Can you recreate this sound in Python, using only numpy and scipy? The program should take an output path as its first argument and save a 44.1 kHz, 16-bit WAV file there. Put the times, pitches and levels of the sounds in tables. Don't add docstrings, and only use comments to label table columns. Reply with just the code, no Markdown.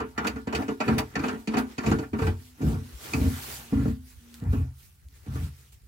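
import sys
import numpy as np
from scipy import signal
from scipy.io import wavfile
from scipy.ndimage import uniform_filter1d

SR = 44100
rng = np.random.default_rng(int(sys.argv[2]) if len(sys.argv) > 2 else 0)


def transcribe(u):
    v = np.clip(np.atleast_2d(u).T, -1, 1)
    q = np.round(v * 32767).astype(np.int16)
    wavfile.write(sys.argv[1], SR, q)


def magnitude_from_level(level_db):
    exponent = np.asarray(level_db, float) / 20
    return 10 ** exponent


N = 258867
STEP = 64
LEFT_LAG_S = 17 / SR


def evened(x):
    return x / np.sqrt(np.mean(x ** 2) + 1e-20)


def read(points, hz):
    f, value = np.transpose(points)
    return np.interp(np.log(hz + 1), np.log(f + 1), value)


def steady(points):
    return lambda hz, t: read(points, hz) + 0 * t


def diffuse(shape_db, patchy_db, size):
    # f/Hz, likeness [0 to 1]
    likeness = [(30, 1), (200, 0.64), (600, 0.17), (3000, 0.11), (15000, 0.033)]
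    hop = size // 4
    frames, hz = N // hop + 5, np.fft.rfftfreq(size, 1 / SR)
    a, b, c, d, patches = rng.standard_normal((frames, len(hz), 5)).T
    patches = uniform_filter1d(patches, size=size // 64, axis=0)
    patches = evened(uniform_filter1d(patches, size=6000 // size + 2, axis=1))
    same = np.clip(read(likeness, hz), -1, 1)[:, None]
    left = a + 1j * b
    right = same * left + np.sqrt(1 - same ** 2) * (c + 1j * d)
    level_db = shape_db(hz[:, None], np.arange(frames) * hop / SR) + patchy_db * patches
    z = np.array([left, right]) * magnitude_from_level(level_db) * np.sqrt(2 * hop)
    return signal.istft(z / size * 4, nperseg=size, noverlap=size - hop)[1][:, :N]


def strokes(starts, holds, levels_db, rise_db, fall_db):
    t = np.arange(0, N + STEP, STEP) / SR - np.c_[starts]
    after = np.maximum(t - np.c_[abs(holds)], 0)
    return magnitude_from_level(np.c_[levels_db] + rise_db * np.minimum(t, 0) - fall_db * after)


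def summed(rows, rest_db):
    gain = np.sqrt((rows ** 2).sum(0) + magnitude_from_level(rest_db) ** 2)
    return np.interp(np.arange(N) / STEP, np.arange(rows.shape[1]), gain)


def slips(per_s, spread_db):
    size = magnitude_from_level(spread_db * np.minimum(rng.exponential(1, N), 4)) * rng.choice([-1., 1.], N)
    return evened(size * (rng.random(N) < per_s / SR))


def blows(times, levels_db):
    out = np.zeros(N)
    out[np.round(np.asarray(times) * SR).astype(int)] = magnitude_from_level(levels_db)
    return out


def chatter(times, levels_db, lengths, rises):
    out, t = np.zeros(N), np.arange(5000) / SR
    for s, db, length, rise in zip(times, levels_db, lengths, np.clip(rises, .0001, .02)):
        shape = (1 - np.exp(-t / rise)) * np.exp(-t / np.clip(length, .001, .03))
        part = out[round(s * SR):][:len(t)]
        out[round(s * SR):][:len(t)] = np.hypot(part, magnitude_from_level(db) * shape[:len(part)] / shape.max())
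    return out


def ring(drive, modes, lag_s, scatter, lean_db, fickle_db):
    out, steps = np.zeros((2, N)), np.arange(0, N + 1800, 1800)
    draws = rng.standard_normal((len(modes), len(steps) + 1))
    for (hz, db, t60), (chance, *luck) in zip(modes, draws):
        pole = np.exp((2j * np.pi * hz - np.log(1000) / max(t60, .01)) / SR)
        reach = np.interp(np.arange(N), steps, magnitude_from_level(db + fickle_db * np.array(luck)))
        swing = signal.lfilter([1], [1, -pole], drive * reach)
        left = magnitude_from_level(lean_db) * np.exp(1j * (scatter * chance - 2 * np.pi * hz * lag_s))
        out += np.imag([left * swing, swing])
    return out


def outdoor_air():
    # f/Hz, level/dB [per Hz]
    floor = [(15, -25), (25, 28), (71, 8.5), (222, -28), (266, -33), (405, -23), (515, -34), (832, -47),
             (1930, -32), (3000, -33), (3900, -66), (6600, -120)]
    return magnitude_from_level(-46) * evened(diffuse(steady(floor), 3.9, 2048))


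def cloth():
    # t/s, hold/s, level/dB, brightness [dB per octave]
    rub_table = [(0.26, .01, -58.5, -4.5), (0.386, .01, -65, -3.5), (0.574, 0.047, -57.5, -2),
                 (0.713, .01, -61, -4), (0.864, 0.077, -57.5, -5), (1.046, 0.1, -64.5, -4),
                 (1.25, 0.032, -55.5, -5.5), (1.396, 0.017, -61.5, -1), (1.526, 0.017, -63, -9),
                 (1.702, 0.023, -61.5, -5), (1.877, 0.024, -52, -6), (2.0, 0.034, -62, -3),
                 (2.225, 0.046, -53.5, -2.5), (2.403, 0.082, -60.5, -1.2), (2.652, 0.077, -53, -1.5),
                 (2.84, 0.13, -59, -2), (3.035, 0.35, -47.5, -1.5), (3.435, 0.13, -43.5, -0.27),
                 (3.618, 0.28, -58, -2.5), (4.075, .05, -59, 0.5), (4.193, 0.092, -67.5, -2.5),
                 (0.072, 0.048, -67.5, -3), (4.32, 0.064, -62.5, -1.7), (4.535, 0.0083, -55.5, 1.5),
                 (4.615, 0.013, -70, -8), (4.8, 0.057, -59, 1.5), (5.14, 0.2, -67, -1.5),
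                 (5.35, .1, -56, -2), (5.55, 0.13, -66, -0.5)]
    # f/Hz, level/dB [per Hz]
    fabric = [(150, -44), (250, 10), (347, -4.5), (413, 1), (491, -19.5), (798, -12), (1090, -12),
              (1390, -8.5), (1900, -8.5), (15700, -10)]
    # t/s, level/dB, length/s
    tick_table = [
        (0.268, -27.5, 0.0096),
        (0.545, -42, 0.0091),
        (0.98, -24, .012),
        (1.578, -31.5, 0.016),
        (4.341, -47, 0.01),
        (5.152, -58, 0.013),
        (5.576, -58, 0.033),
        (5.72, -48.5, 0.017),
    ]
    hush_db, hush_tilt_db = -70.5, 0.7
    s, hold, level_db, tilt_db = np.transpose(rub_table)
    rubs = strokes(s, hold, level_db, rise_db=197, fall_db=147.5)
    power, hush_power = rubs ** 2, magnitude_from_level(hush_db) ** 2
    tilt = (tilt_db @ power + hush_tilt_db * hush_power) / (power.sum(0) + hush_power)

    def tilted(hz, t):
        now = np.minimum(np.arange(len(t)), len(tilt) - 1)
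        return read(fabric, hz) + tilt[now] * np.log2((hz + 300) / 12000)

    hiss = evened(diffuse(tilted, 1.9, 256))
    weave = 1 + 0.22 * evened(uniform_filter1d(slips(900, 1.9) ** 2, size=40))
    at, tick_db, length = np.transpose(tick_table)
    ticks = chatter(at, tick_db, length, 35 * length ** 2) * magnitude_from_level(-4.5)
    rubbing = summed(rubs, hush_db) * magnitude_from_level(7.5) * weave
    return hiss * (rubbing + ticks) * magnitude_from_level([[-.6], [.6]])


def grit():
    # t/s, level/dB
    snaps = [
        (3.137, -31),
        (4.3422, -31),
        (4.401, -40),
        (4.439, -42),
        (5.086, -43.5),
    ]
    decay_s, low_hz = 0.00048, 3000
    t = np.arange(400) / SR
    noise = rng.standard_normal(len(t)) + 0.36 * rng.standard_normal((2, len(t)))
    band = signal.butter(1, [low_hz, 3 * low_hz], "band", fs=SR, output="sos")
    puff = signal.sosfilt(band, noise) * np.exp(-t / decay_s)
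    return signal.oaconvolve(blows(*np.transpose(snaps))[None], puff, axes=1)[:, :N]


def cavity():
    # t/s, length/s, f/Hz, first level/dB, last level/dB
    hums = [
        (2.331, .25, 250.4, -56, -59.5),
        (2.782, 0.18, 250, -44.5, -60.5),
        (3.583, 0.13, 234, -60, -54),
        (3.923, 0.28, 253.4, -43.5, -74),
        (4.189, 0.23, 237, -58, -50),
    ]
    out = np.zeros((2, N))
    for s, length, hz, first_db, last_db in hums:
        t = np.arange(0, length, 1 / SR)
        fade = signal.windows.tukey(len(t), .3) * magnitude_from_level(np.linspace(first_db, last_db, len(t)))
        tone = np.sin(2 * np.pi * hz * (t - np.c_[[LEFT_LAG_S, 0]]))
        out[:, round(s * SR):][:, :len(t)] = np.sqrt(2) * fade * tone
    return out


def dish(x):
    t = np.arange(6000) / SR
    signs = rng.choice([-1., 1.], (2, len(t)))
    taps = signs * (rng.random((2, len(t))) < .05) * magnitude_from_level(-60 * t / 0.11) * (t > .001)
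    thin = signal.sosfilt(signal.butter(4, 520, "high", fs=SR, output="sos"), x.mean(0))
    return signal.oaconvolve(thin[None], taps / np.linalg.norm(taps[0]), axes=1)[:, :N]


def twists():
    # t/s, hold/s, carrier level/dB, tyre level/dB, rim level/dB
    pushes = [(0.0, 0.0017, -36.5, -21, -34.5), (0.201, 0.086, -41, -30.5, -40.5),
              (0.333, 0.023, -38.5, -36, -48), (0.534, 0.074, -36.5, -24, -37.5),
              (0.693, 0.0091, -56, -26, -69), (0.871, 0.055, -25.5, -19.5, -35.5),
              (0.958, 0.035, -33.5, -23.5, -40.5), (1.161, 0.082, -33.5, -29, -45.5),
              (1.247, 0.099, -47, -27.5, -43), (1.556, 0.037, -42, -20.5, -35),
              (1.861, 0.073, -19.5, -18, -41.5), (2.119, 0.033, -32.5, -49, -84),
              (2.216, 0.065, -19, -23.5, -46), (2.622, 0.066, -18.5, -23, -44),
              (2.698, 0.068, -25, -29, -48.5), (3.053, 0.55, -46, -54, -47), (3.152, 0.08, -20.5, -19, -45),
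              (3.236, 0.033, -19.5, -18, -50), (3.74, 0.074, -22.5, -25, -46),
              (3.842, 0.051, -22, -28, -50.5), (4.423, 0.099, -23.5, -33, -52.5),
              (4.518, 0.096, -21, -34.5, -48.5), (5.273, 0.039, -28, -42, -55.5),
              (5.338, 0.099, -27.5, -39.5, -54)]
    # carrier, tyre, rim [dB/s]
    rises, falls = [1104, 698.5, 303], [330, 334, 226]
    # carrier, tyre, rim [dB]
    rests = [-57, -71.5, -75]
    s, hold, *parts_db = np.transpose(pushes)
    return [summed(strokes(s, hold, db, up, down), rest)
            for db, up, down, rest in zip(parts_db, rises, falls, rests)]


def contacts():
    # t/s, rim level/dB, tyre level/dB, bright plate level/dB
    knocks = [(0.002, -31, -30.5, -48), (0.177, -23, -23.5, -38), (0.244, -24.5, -25, -45),
              (0.27, -33, -26, -35.5), (0.358, -38.5, -32, -54.5), (0.47, -30, -18, -48.5),
              (0.525, -27.5, -29, -42.5), (0.548, -29.5, -29, -32), (0.618, -36.5, -38, -51.5),
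              (0.68, -28.5, -21.5, -44.5), (0.802, -23, -20, -36.5), (0.878, -22, -21.5, -39.5),
              (0.981, -27.5, -40, -35), (1.154, -23, -20, -37), (1.191, -30, -26, -44.5),
              (1.236, -25.5, -24, -44), (1.281, -28, -39, -41), (1.342, -44, -36.5, -57),
              (1.473, -31, -22.5, -37), (1.537, -27, -26.5, -43), (1.568, -24, -42, -35.5),
              (1.78, -27, -20, -40), (1.833, -30, -34, -52), (1.861, -27.5, -42, -38.5),
              (1.913, -25.5, -17.5, -38.5), (1.985, -34.5, -29, -47), (2.131, -31.5, -18, -53.5),
              (2.187, -30.5, -23, -47), (2.217, -26.5, -19.5, -46), (2.265, -26, -22, -45.5)]
    # t/s, rim level/dB, tyre level/dB, bright plate level/dB
    thuds = [
        (2.025, -37.5, -29, -68),
        (2.601, -59, -29, -67),
        (2.615, -45, -23.5, -49.5),
        (3.134, -30, -21, -33.5),
        (3.721, -48, -15.5, -64),
        (3.853, -44, -13.5, -73),
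        (4.414, -54, -35, -86.5),
        (4.528, -40, -19, -55),
        (5.261, -55, -38, -66),
        (5.355, -43, -28.5, -73),
    ]
    at, rim_db, tyre_db, plate_db = np.transpose(sorted(knocks + thuds))
    rise = 0.0021 * np.where(np.diff(at, prepend=-1) < .125, 3.2, 1.1)
    return at, rim_db, tyre_db, plate_db, np.full(len(at), 0.0078), rise


def carrier_judder(effort):
    # f/Hz, level/dB, t60/s
    modes = [(54.7, -27.5, 0.12), (64.8, 4, 0.27), (80.2, 3.5, 0.23), (90.9, 1.5, 0.27), (108.6, 1, 0.19),
             (128.2, -0.5, 0.35), (146.1, -1, 0.2), (187, -10, 0.23)]
    jolts = uniform_filter1d(slips(320, 1.5), size=110)
    return ring(effort * jolts * magnitude_from_level(-39.0), modes, 0.54 * LEFT_LAG_S, 0.025, 0.43, fickle_db=2.5)


def tyre_shake(effort, at, tyre_db, length, rise):
    thuds = chatter(at, tyre_db, length, 6.4 * rise) * magnitude_from_level(-40.5)
    shake = (effort * magnitude_from_level(-40.5) + thuds) * uniform_filter1d(slips(500, 2.5), size=30)
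    first_blows = blows(at + 0.00398, tyre_db - 16)
    return shake + uniform_filter1d(first_blows, size=40)


def tyre_body(shake):
    # f/Hz, level/dB, t60/s
    modes = [(219, -58, 0.1), (225.9, 1, 0.29), (255.6, 0.5, 0.25), (273.5, 1.5, 0.2)]
    return ring(shake, modes, 0.52 * LEFT_LAG_S, 0.13, 0.82, fickle_db=3.5)


def loose_bracket(shake):
    # f/Hz, level/dB, t60/s
    modes = [(306.3, 0.5, 0.15), (350.2, -4.5, 0.24), (403, -3.5, 0.18), (437.7, -3.5, 0.2),
             (460, -93, 0.14)]
    # t/s, level/dB
    clamp = [
        (0, -1),
        (2.3, 1),
        (2.7, -4),
        (3.2, -12.5),
        (5.87, -2.5),
    ]
    loose = magnitude_from_level(np.interp(np.arange(N) / SR, *np.transpose(clamp)))
    return ring(shake * loose, modes, LEFT_LAG_S, 0.3, 0.17, fickle_db=3.0)


def steel_rim(effort, knocks):
    # f/Hz, level/dB, t60/s
    modes = [(605.4, -5.5, 0.22), (752, -1.5, 0.21), (843, -1, 0.092), (921, -6.5, 0.4), (1030, -3.5, 0.11),
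             (1124, 6, 0.1), (1265, -35, 0.024), (1443, 7.5, 0.19), (1557, 0, 0.097), (1700, -12, 0.024),
             (1910, -33, 0.08), (2133, -8, 0.057), (2453, -11.5, 0.065), (2494, -3.5, 0.023),
             (2500, -33, 0.05), (3100, -32, 0.031)]
    drive = (effort * magnitude_from_level(-43) + knocks * magnitude_from_level(-41)) * slips(2500, 4.0)
    return ring(drive, modes, 0.00023, 0.93, -2.4, fickle_db=2.5)


def bright_plate(at, plate_db, length, rise):
    # f/Hz, level/dB, t60/s
    modes = [(3390, -6, .05), (3860, -9, .05), (4610, 0, .03), (5050, -7, .03), (5580, -10, .04),
             (6700, -9, .03), (7350, -10, .03)]
    taps = chatter(at, plate_db, length, 0.57 * rise) * magnitude_from_level(-26.5)
    return ring(taps * slips(3900, 3), modes, 0.00021, 1.0, -1.0, fickle_db=2.0)


def dense_steel(effort, at, rim_db, plate_db, length, rise):
    # f/Hz, level/dB [per Hz]
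    grain_shape = [(290, -30), (500, -30), (595, -4), (664, -3.5), (748, 3.5), (816, -3), (948, -1),
                   (1800, -8), (2390, -10.5), (3300, -23), (4290, -32), (7260, -120)]
    # f/Hz, level/dB [per Hz]
    crack_shape = [(1470, -13.5), (2500, 8.5), (3690, -17), (4510, -2.5), (5190, -15), (6760, -6),
                   (10100, -24), (16000, -29)]
    grain = evened(diffuse(steady(grain_shape), 3.55, 512))
    grain *= chatter(at, rim_db, 2.2 * length, 0.8 * rise) * magnitude_from_level(-8.5) + effort * magnitude_from_level(-6.0)
    crack = evened(diffuse(steady(crack_shape), 2.5, 256))
    crack *= chatter(at, plate_db, 0.85 * length, 0.58 * rise) * magnitude_from_level(3.5) * magnitude_from_level([[-.7], [.7]])
    return grain + crack


def wheel():
    carrier_effort, tyre_effort, rim_effort = twists()
    at, rim_db, tyre_db, plate_db, length, rise = contacts()
    shake = tyre_shake(tyre_effort, at, tyre_db, length, rise)
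    low = carrier_judder(carrier_effort) + tyre_body(shake) + loose_bracket(shake)
    rim = steel_rim(rim_effort, chatter(at, rim_db, length, rise))
    plate = bright_plate(at, plate_db, length, rise)
    dense = dense_steel(rim_effort, at, rim_db, plate_db, length, rise)
    return low + rim + plate + dense + cavity()


def scene():
    background = outdoor_air() + cloth() + grit()
    metal = wheel()
    return background + dish(metal) + metal


def low_pass(x):
    return signal.sosfilt(signal.butter(12, 16850, fs=SR, output="sos"), x)


def record(dry):
    heard = signal.sosfilt(signal.butter(6, 62, "high", fs=SR, output="sos"), dry)
    top_edge = signal.firwin(511, 15930, window=("kaiser", 9), fs=SR)
    heard = signal.oaconvolve(heard, top_edge[None], "same")
    return low_pass(heard)


dry = scene()
out = record(dry)
transcribe(out)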